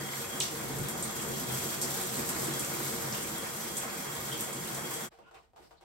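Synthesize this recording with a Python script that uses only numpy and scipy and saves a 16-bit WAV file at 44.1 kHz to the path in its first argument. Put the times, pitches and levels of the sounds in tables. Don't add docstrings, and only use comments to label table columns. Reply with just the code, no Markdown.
import sys
import numpy as np
from scipy import signal
from scipy.fft import rfft, irfft, next_fast_len
from scipy.io import wavfile

SR = 44100
rng = np.random.default_rng(int(sys.argv[2]) if len(sys.argv) > 2 else 0)


def pcm_store(signal):
    levels = np.round(np.clip(np.atleast_2d(signal), -1, 1) * 32767)
    wavfile.write(sys.argv[1], SR, levels.astype(np.int16).T)


N = 257528
T = np.arange(N) / SR
SIZE = next_fast_len(N, True)
HZ = np.fft.rfftfreq(SIZE, 1 / SR)

STOP_S, FADE_S = 5.094, 0.044

# (frequency [Hz], level per Hz [dB])
DEEP_COLOUR = [(20, -18), (45, -14), (70, 0), (88, -4.5), (110, -10), (138, 9.5), (175, -13), (400, -51)]
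DRUM_COLOUR = [(20, -32), (45, -21), (70, -14), (88, -25), (135, -4.5), (175, -5), (230, 0), (290, -11.5),
               (480, -8), (700, -12.5), (1500, -61.5)]
PATTER_COLOUR = [(200, -23), (480, -8), (680, -3.5), (1050, 1.5), (1500, -2.5), (2050, -2), (2600, -10),
                 (3500, -19), (6000, -15)]
SPATTER_COLOUR = [(1500, -36), (3000, -9.5), (4500, -8), (6500, -4), (8600, -3.5), (10000, -5.5),
                  (12000, -2), (14000, -2.5), (15700, -2.5)]
# (time [s], level [dB])
CONTACT = [(0, -5), (.7, -5), (1.25, -3), (1.9, -0.5), (2.5, -0.5), (3.1, -2), (3.5, -4.5), (4.08, -4.5),
           (4.3, -3.5), (5.05, -5)]
# (middle [s], length [s], swell [dB])
GUSHES = [(0.02, 0.098, 3.5), (.21, 0.14, 1.5), (.42, 0.32, 2.5), (.65, 0.25, 7), (0.8, 0.27, 10),
          (1.03, 0.34, 4.5), (1.3, 0.36, 5.5), (1.525, 0.24, 4.5), (1.82, 0.17, 1.5), (2.19, 0.15, 3),
          (2.45, 0.27, 3), (2.82, 0.14, 1.5), (3.03, 0.39, 4.5), (4.4, 0.2, 2.5), (4.74, 0.2, -2)]
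# (middle [s], length [s], swell [dB])
SWISHES = [(.195, 0.2, 5), (1.36, 0.14, 2), (1.62, 0.3, 2), (1.74, 0.071, 1.5), (1.98, 0.058, 1)]
# (level at full contact [dB], gain per dB of contact [dB])
DRUMMING, THUMPING, PATTERING, SPATTERING = (-41.5, 0.81), (-48.5, 1.28), (-40, 0.49), (-36.5, 1.19)
THUMP_SWELL = 1.7

# (level at full contact [dB], gain per dB of contact [dB])
GURGLING, TICKING = (-48, 0.71), (-50, 0.5)
# (start [s], length [s], peak level [dB], pitch [Hz])
GLUGS = [(0.005, 0.07, -40, 336), (0.785, 0.072, -38, 129.6), (0.792, 0.035, -36, 195),
         (1.48, 0.12, -33, 134.3), (1.505, 0.06, -40, 208), (1.82, 0.066, -42, 243),
         (2.395, 0.098, -36, 139), (2.465, 0.078, -37, 326), (2.505, 0.05, -44, 210),
         (3.055, 0.084, -43, 130), (4.29, 0.09, -45, 138), (4.535, 0.1, -41.5, 137), (4.7, 0.13, -42, 136)]
PLOP_RISE = 0.06

# (time [s], level [dB], centre [Hz], half-width [octaves], echo against the slap [dB])
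SLAPS = [(0.4028, -11, 7160, 0.32, 0), (0.4053, -21.5, 3790, 0.2, 3), (0.409, -29, 2880, 0.16, 5),
         (0.419, -22.5, 5630, 0.27, 8.5), (0.786, -24, 9200, 0.4, 7), (0.8866, -18.5, 9600, 0.48, 8),
         (1.026, -20.5, 8300, .22, 8), (1.213, -29, 8400, 0.29, 10), (1.525, -21, 9600, 0.32, 5),
         (1.5854, -29, 8330, .3, 5), (1.8157, -15.5, 7300, 0.53, 8), (1.822, -20, 8000, .35, 6),
         (1.911, -28, 8000, .25, -3), (2.013, -19, 9300, 0.35, 8), (2.166, -29, 8200, .25, 9),
         (2.2905, -16.5, 8900, 0.41, 8), (2.441, -25, 9000, 0.3, 11), (2.538, -20, 7000, 0.52, 1),
         (2.595, -18.5, 8400, 0.35, 6), (2.648, -19.5, 7600, .3, 0), (2.831, -25, 9400, 0.16, 1),
         (3.1254, -24.5, 5630, 0.26, 4), (3.138, -33, 4680, 0.26, -1), (3.144, -31.5, 3080, .22, 5.5),
         (3.2282, -29, 8400, 0.27, 10), (3.383, -19, 9400, 0.36, 0), (3.769, -20.5, 8100, 0.32, 10),
         (3.782, -25, 8600, 0.44, 8), (4.152, -28.5, 8500, .3, 2), (4.401, -25, 8100, .2, 1),
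         (4.408, -17.5, 10100, 0.54, 8.5), (4.529, -27.5, 8600, 0.3, 10), (4.747, -25, 8000, 0.5, 9),
         (4.9397, -26.5, 8400, 0.33, 9)]
# (time [s], level [dB], starting pitch [Hz], 60 dB decay [s])
BUBBLES = [(0.012, -35, 1870, 0.026), (.089, -33, 2050, 0.018), (.135, -32, 2100, 0.023),
           (.376, -37.5, 1330, 0.032), (4.317, -33, 3120, .025), (4.323, -28.5, 3200, 0.028)]
BUBBLE_RISE_PER_S, BUBBLE_ECHO_DB, BUBBLE_ATTACK_S = 2.4, 1, 0.0012

SING_HZ, SING_WIDTH_HZ, SING_DB, WAVER_DB = 3285, 34, -56, 2.5
# (time [s], swell [dB])
SING_SWELL = [(0, 8), (.22, -3), (.35, 13), (.5, -2), (1.08, 1), (1.26, 5), (1.4, 1), (1.54, 6.5),
              (1.7, -1), (2.08, 1), (2.35, -9), (2.55, 9.5), (2.72, 7), (2.85, -3), (3.2, -8), (3.45, 5),
              (3.62, 0.5), (3.93, 3), (4.22, -1), (4.65, 0), (5.0, 2)]
# (frequency [Hz], width [Hz], level [dB])
OTHER_TONES = [(2202, 25, -62), (3325, 130, -60), (5771, 130, -63), (6514, 35, -60.5), (6901, 70, -60),
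               (7420, 120, -54.5), (9480, 110, -59.5), (10020, 90, -53.5), (10550, 110, -61.5)]

# (start [s], time to fall by WIPE_FADE_DB [s], level before WIPE_LIFT_DB [dB])
WIPES = [(5.103, 0.19, -61.5), (5.255, .1, -66), (5.33, 0.11, -58), (5.422, 0.066, -71), (5.555, 0.18, -61),
         (5.618, 0.083, -67), (5.7, .09, -65), (5.8, 0.13, -64.5)]
WIPE_RISE_S, WIPE_FADE_DB, WIPE_LIFT_DB = 0.025, -18.5, 2.5
# (frequency [Hz], level per Hz [dB])
WIPE_COLOUR = [(150, -17.5), (420, 2), (800, 4.5), (1500, 2), (2600, -1.5), (5000, -7.5), (10000, -13.5),
               (15000, -16)]
SPLASH_COLOUR = [(300, 1), (1200, -14), (2600, 1), (5000, -5), (9000, -10), (15000, -17)]
# (time [s], thud level [dB], thud pitch [Hz], splash against the thud [dB])
PATS = [(5.117, -57, 720, -21), (5.188, -50, 770, -16), (5.312, -50.5, 800, -8), (5.345, -54, 900, 7),
        (5.534, -61, 710, -19), (5.562, -51, 790, 0), (5.71, -51, 820, -4), (5.811, -55, 784, 2)]
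# (frequency [Hz], width [Hz], lift or dip [dB])
HAND_MODES = [(453.5, 9.1, 12), (670, 26, 7), (774, 35, 6.5), (920, 32, 7.5), (1420, 45, -2)]
# (start [s], length [s], level [dB], frequency [Hz], width [Hz])
SQUELCHES = [(5.178, 0.15, -66, 210, 162), (5.198, 0.19, -70, 2730, 650), (5.232, 0.12, -61.5, 1425, 100),
             (5.25, .08, -63, 1040, 80), (5.291, 0.16, -66, 450, 45), (5.33, 0.12, -60, 1050, 180),
             (5.332, 0.06, -60, 765, 40), (5.335, 0.084, -61, 2480, 650), (5.34, 0.063, -65, 1440, 120),
             (5.554, 0.065, -57, 825, 70), (5.573, 0.065, -61, 358, 50), (5.58, 0.15, -64.5, 220, 170),
             (5.555, 0.23, -73, 10000, 6000), (5.62, 0.11, -69, 4930, 1090),
             (5.76, 0.065, -69.5, 4100, 795)]

# (frequency [Hz], level per Hz [dB])
RUMBLE_COLOUR = [(20, -27.5), (45, -5), (68, -0.5), (90, -13), (150, -13), (280, -19), (1000, -35),
                 (8000, -47)]
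HUM_HZ = 69.5

# (frequency [Hz], width [Hz], lift [dB])
STALL_MODES = [(102, 14, 9), (141.9, 8.9, 6.5), (196, 21.5, 4), (324.3, 8.6, 11), (359.6, 14.4, 12.5),
               (467.3, 20, 9), (559, 19, 6), (636, 8.1, 5), (686, 11, 6), (772, 16, 7), (993, 17, 2.5),
               (1220, 15.6, 5.5), (1445, 25, 6.5)]
# (frequency [Hz], 60 dB decay [s])
TILE_DECAY = [(100, 0.16), (500, 0.35), (1500, 0.28), (4000, 0.35), (9000, 0.26), (16000, 0.047)]
# (frequency [Hz], likeness [0-1])
EAR_LIKENESS = [(60, 0.63), (140, 0.95), (290, 0.55), (450, 0.42), (650, 0), (16000, 0.0084)]
# (frequency [Hz], share [0-1])
SHARED_TREBLE = [(6000, 0), (6800, .6), (8000, .92), (16000, .9)]
TREBLE_LAG_S, EDGE_HZ = 0.000246, 15850


def spray():
    contact = np.interp(T, *np.transpose(CONTACT))
    gush = arches(GUSHES)
    drum = tint(drops(per_s=1000, spread_db=2, surge_db=2.0, echo_db=16.0), read(DRUM_COLOUR, HZ))
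    deep = tint(drops(per_s=410, spread_db=0.5, surge_db=2.5, echo_db=9.0, count=5), read(DEEP_COLOUR, HZ))
    patter = tint(drops(per_s=1300, spread_db=3.0, surge_db=1.7, echo_db=12.0, count=9),
                  read(PATTER_COLOUR, HZ))
    spatter = tint(drops(per_s=1900, spread_db=4.0, surge_db=1.5, echo_db=12.0, count=6),
                   read(SPATTER_COLOUR, HZ))
    layers = [(drum, DRUMMING, 0.5 * gush + 0.34 * wander(count=90)),
              (deep, THUMPING, THUMP_SWELL * gush),
              (patter, PATTERING, 0.04 * gush),
              (spatter, SPATTERING, arches(SWISHES) + 0.17 * wander(count=110))]
    return sum(sound * gain_of(db + slope * contact + surge) for sound, (db, slope), surge in layers)


def runoff():
    gurgle = plops(count=260, low_hz=161.4, high_hz=1098, cycles=12.4, spread_db=10, echo_db=-3.5)
    droplets = plops(count=800, low_hz=2305, high_hz=6840, cycles=8.5, spread_db=14.5, echo_db=3.5)
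    contact = np.interp(T, *np.transpose(CONTACT))
    layers = [(gurgle, GURGLING), (droplets, TICKING)]
    out = sum(sound * gain_of(db + slope * contact) for sound, (db, slope) in layers)
    for s, length, db, hz in GLUGS:
        add(out, s, gain_of(db) * plop(hz, length)[None])
    return out


def splashes():
    out = np.zeros((2, N))
    for s, db, hz, octaves, echo_db in SLAPS:
        slap = np.convolve(breakup(), click(hump(hz, octaves)))
        add(out, s, gain_of(db) * echoed(slap, echo_db))
    t = np.arange(SR // 10) / SR
    for s, db, hz, t60 in BUBBLES:
        tone = np.sin(2 * np.pi * hz * t * (1 + BUBBLE_RISE_PER_S * t / 2))
        envelope = gain_of(db - 60 * t / t60) * np.minimum(t / BUBBLE_ATTACK_S, 1)
        add(out, s, echoed(tone * envelope, BUBBLE_ECHO_DB))
    return out


def nozzle():
    main_db = SING_DB + np.interp(T, *np.transpose(SING_SWELL)) + WAVER_DB * wander(count=60)
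    out = gain_of(main_db) * fuzzy(SING_HZ, SING_WIDTH_HZ)
    for hz, width, db in OTHER_TONES:
        out += gain_of(db + 1.8 * wander(count=30)) * fuzzy(hz, width)
    return out


def hands():
    rubbing = tint(drops(per_s=2600, spread_db=3.5, surge_db=2.0, echo_db=12), read(WIPE_COLOUR, HZ))
    out = gain_of(WIPE_LIFT_DB) * strokes() * rubbing
    splash = click(lambda hz: read(SPLASH_COLOUR, hz))
    for s, db, hz, splash_db in PATS:
        thud = click(hump(hz, octaves=0.72))
        add(out, s, gain_of(db) * echoed(thud + gain_of(splash_db) * splash, echo_db=8.0))
    out = irfft(rfft(out, SIZE) * lifted(HAND_MODES, HZ), SIZE)[:, :N]
    for s, length, db, hz, width in SQUELCHES:
        out += gain_of(db) * fuzzy(hz, width) * bulge((T - s) / length)
    return out


def hum():
    noise = rng.standard_normal(N) + 0.81 * rng.standard_normal((2, N))
    rumble = tint(noise, read(RUMBLE_COLOUR, HZ))
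    return gain_of(-71.0) * rumble + gain_of(-78.5) * np.sin(2 * np.pi * HUM_HZ * T)


def drops(per_s, spread_db, surge_db, echo_db, count=7):
    out = np.zeros((2, N))
    for _ in range(count):
        sizes_db = spread_db * np.minimum(rng.exponential(1, N), 5) + surge_db * wander(count=260)
        landings = rng.choice([-1, 1], N) * (rng.random(N) < per_s / count / SR)
        sound = echoed(gain_of(sizes_db) * landings, echo_db)
        add(out, 0, sound)
        add(out, 0, sound[:, N:])
    return out


def plops(count, low_hz, high_hz, cycles, spread_db, echo_db):
    dry = np.zeros((1, N))
    for when, pitch, size in rng.random((count, 3)):
        hz = low_hz * (high_hz / low_hz) ** pitch
        add(dry, when * T[-1], gain_of(spread_db * size ** 2) * plop(hz, cycles / hz)[None])
    return evened(echoed(dry[0], echo_db)[:, :N])


def plop(hz, length):
    u = np.arange(0, length, 1 / SR) / length
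    return bulge(u) * np.sin(2 * np.pi * hz * length * u * (1 + PLOP_RISE * (u - 1)))


def breakup(size=1400):
    t = np.arange(size) / SR
    landings = rng.random(size) < 450 / SR
    hits = gain_of(-9) * rng.uniform(-1, 1, size) * landings * np.exp(-t / 0.012)
    hits[0] = 1
    return hits


def fuzzy(hz, width):
    return tint(rng.standard_normal((2, N)), -20 * np.log10(1 + 2 * ((HZ - hz) / width) ** 2))


def strokes():
    out = np.zeros(N)
    for s, length, db in WIPES:
        rise = np.clip((T - s) / WIPE_RISE_S, 0, 1)
        out += rise * gain_of(db + WIPE_FADE_DB * np.maximum(T - s, 0) / length)
    return out


def arches(table):
    return sum(db * np.cos(np.pi * np.clip((T - s) / length, -0.5, 0.5)) ** 2 for s, length, db in table)


def bulge(u):
    return np.sin(np.pi * np.clip(u, 0, 1) ** 0.7) ** 2


def wander(count):
    return evened(np.interp(T, np.linspace(0, T[-1], count), rng.standard_normal(count)))


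def click(db_at, size=2048):
    hz = abs(np.fft.fftfreq(size, 1 / SR))
    log_gain = np.log(gain_of(np.maximum(db_at(hz), -70)))
    x = np.fft.ifft(np.exp(np.conj(signal.hilbert(log_gain)))).real
    return x / abs(x).max()


def hump(centre_hz, octaves):
    return lambda hz: -10 * np.log10(1 + (np.log2((hz + 1) / centre_hz) / octaves) ** 4)


def echoed(x, echo_db):
    response = gain_of(echo_db) * stall()
    response[:, 0] += 1
    return signal.fftconvolve(x[None], response, axes=1)


def stall(size=16384):
    hz, t, z = signal.stft(rng.standard_normal((2, size)), SR, nperseg=256)
    decay = gain_of(-60 * t / read(TILE_DECAY, hz)[:, None])
    tail = signal.istft(z * decay, SR, nperseg=256)[1][:, :size]
    hz = np.fft.rfftfreq(size, 1 / SR)
    left, other = rfft(tail)
    alike = np.clip(read(EAR_LIKENESS, hz), -1, 1)
    pair = np.array([left, alike * left + np.sqrt(1 - alike ** 2) * other])
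    tail = irfft(pair * lifted(STALL_MODES, hz))
    return tail / np.linalg.norm(tail[0])


def lifted(modes, hz):
    return np.prod([1 + (gain_of(db) - 1) / (1 + 2j * (hz - f) / width) for f, width, db in modes], axis=0)


def tint(x, db):
    return evened(irfft(rfft(x, SIZE) * gain_of(db), SIZE)[..., :N])


def read(points, hz):
    f, value = np.transpose(points)
    return np.interp(np.log(hz + 1), np.log(f + 1), value)


def evened(x):
    return x / np.sqrt(np.mean(x ** 2) + 1e-20)


def gain_of(db):
    return 10 ** (np.asarray(db) / 20)


def add(mix, s, sound):
    part = mix[:, round(s * SR):][:, :sound.shape[1]]
    part += sound[:, :part.shape[1]]


def scene():
    running = np.clip((STOP_S - T) / FADE_S, 0, 1)
    shower = spray() + runoff() + nozzle() + splashes()
    return running * shower + (T > STOP_S) * hands() + hum()


def record(dry):
    left, right = rfft(dry, SIZE)
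    common = read(SHARED_TREBLE, HZ)
    late_right = right * np.exp(-2j * np.pi * HZ * TREBLE_LAG_S)
    left = common * late_right + np.sqrt(1 - common ** 2) * left
    pair = irfft(np.array([left, right]), SIZE)[:, :N]
    low_pass = signal.firwin(511, EDGE_HZ, window=("kaiser", 9), fs=SR)
    return signal.oaconvolve(pair, low_pass[None], "same")


dry = scene()
out = record(dry)
pcm_store(out)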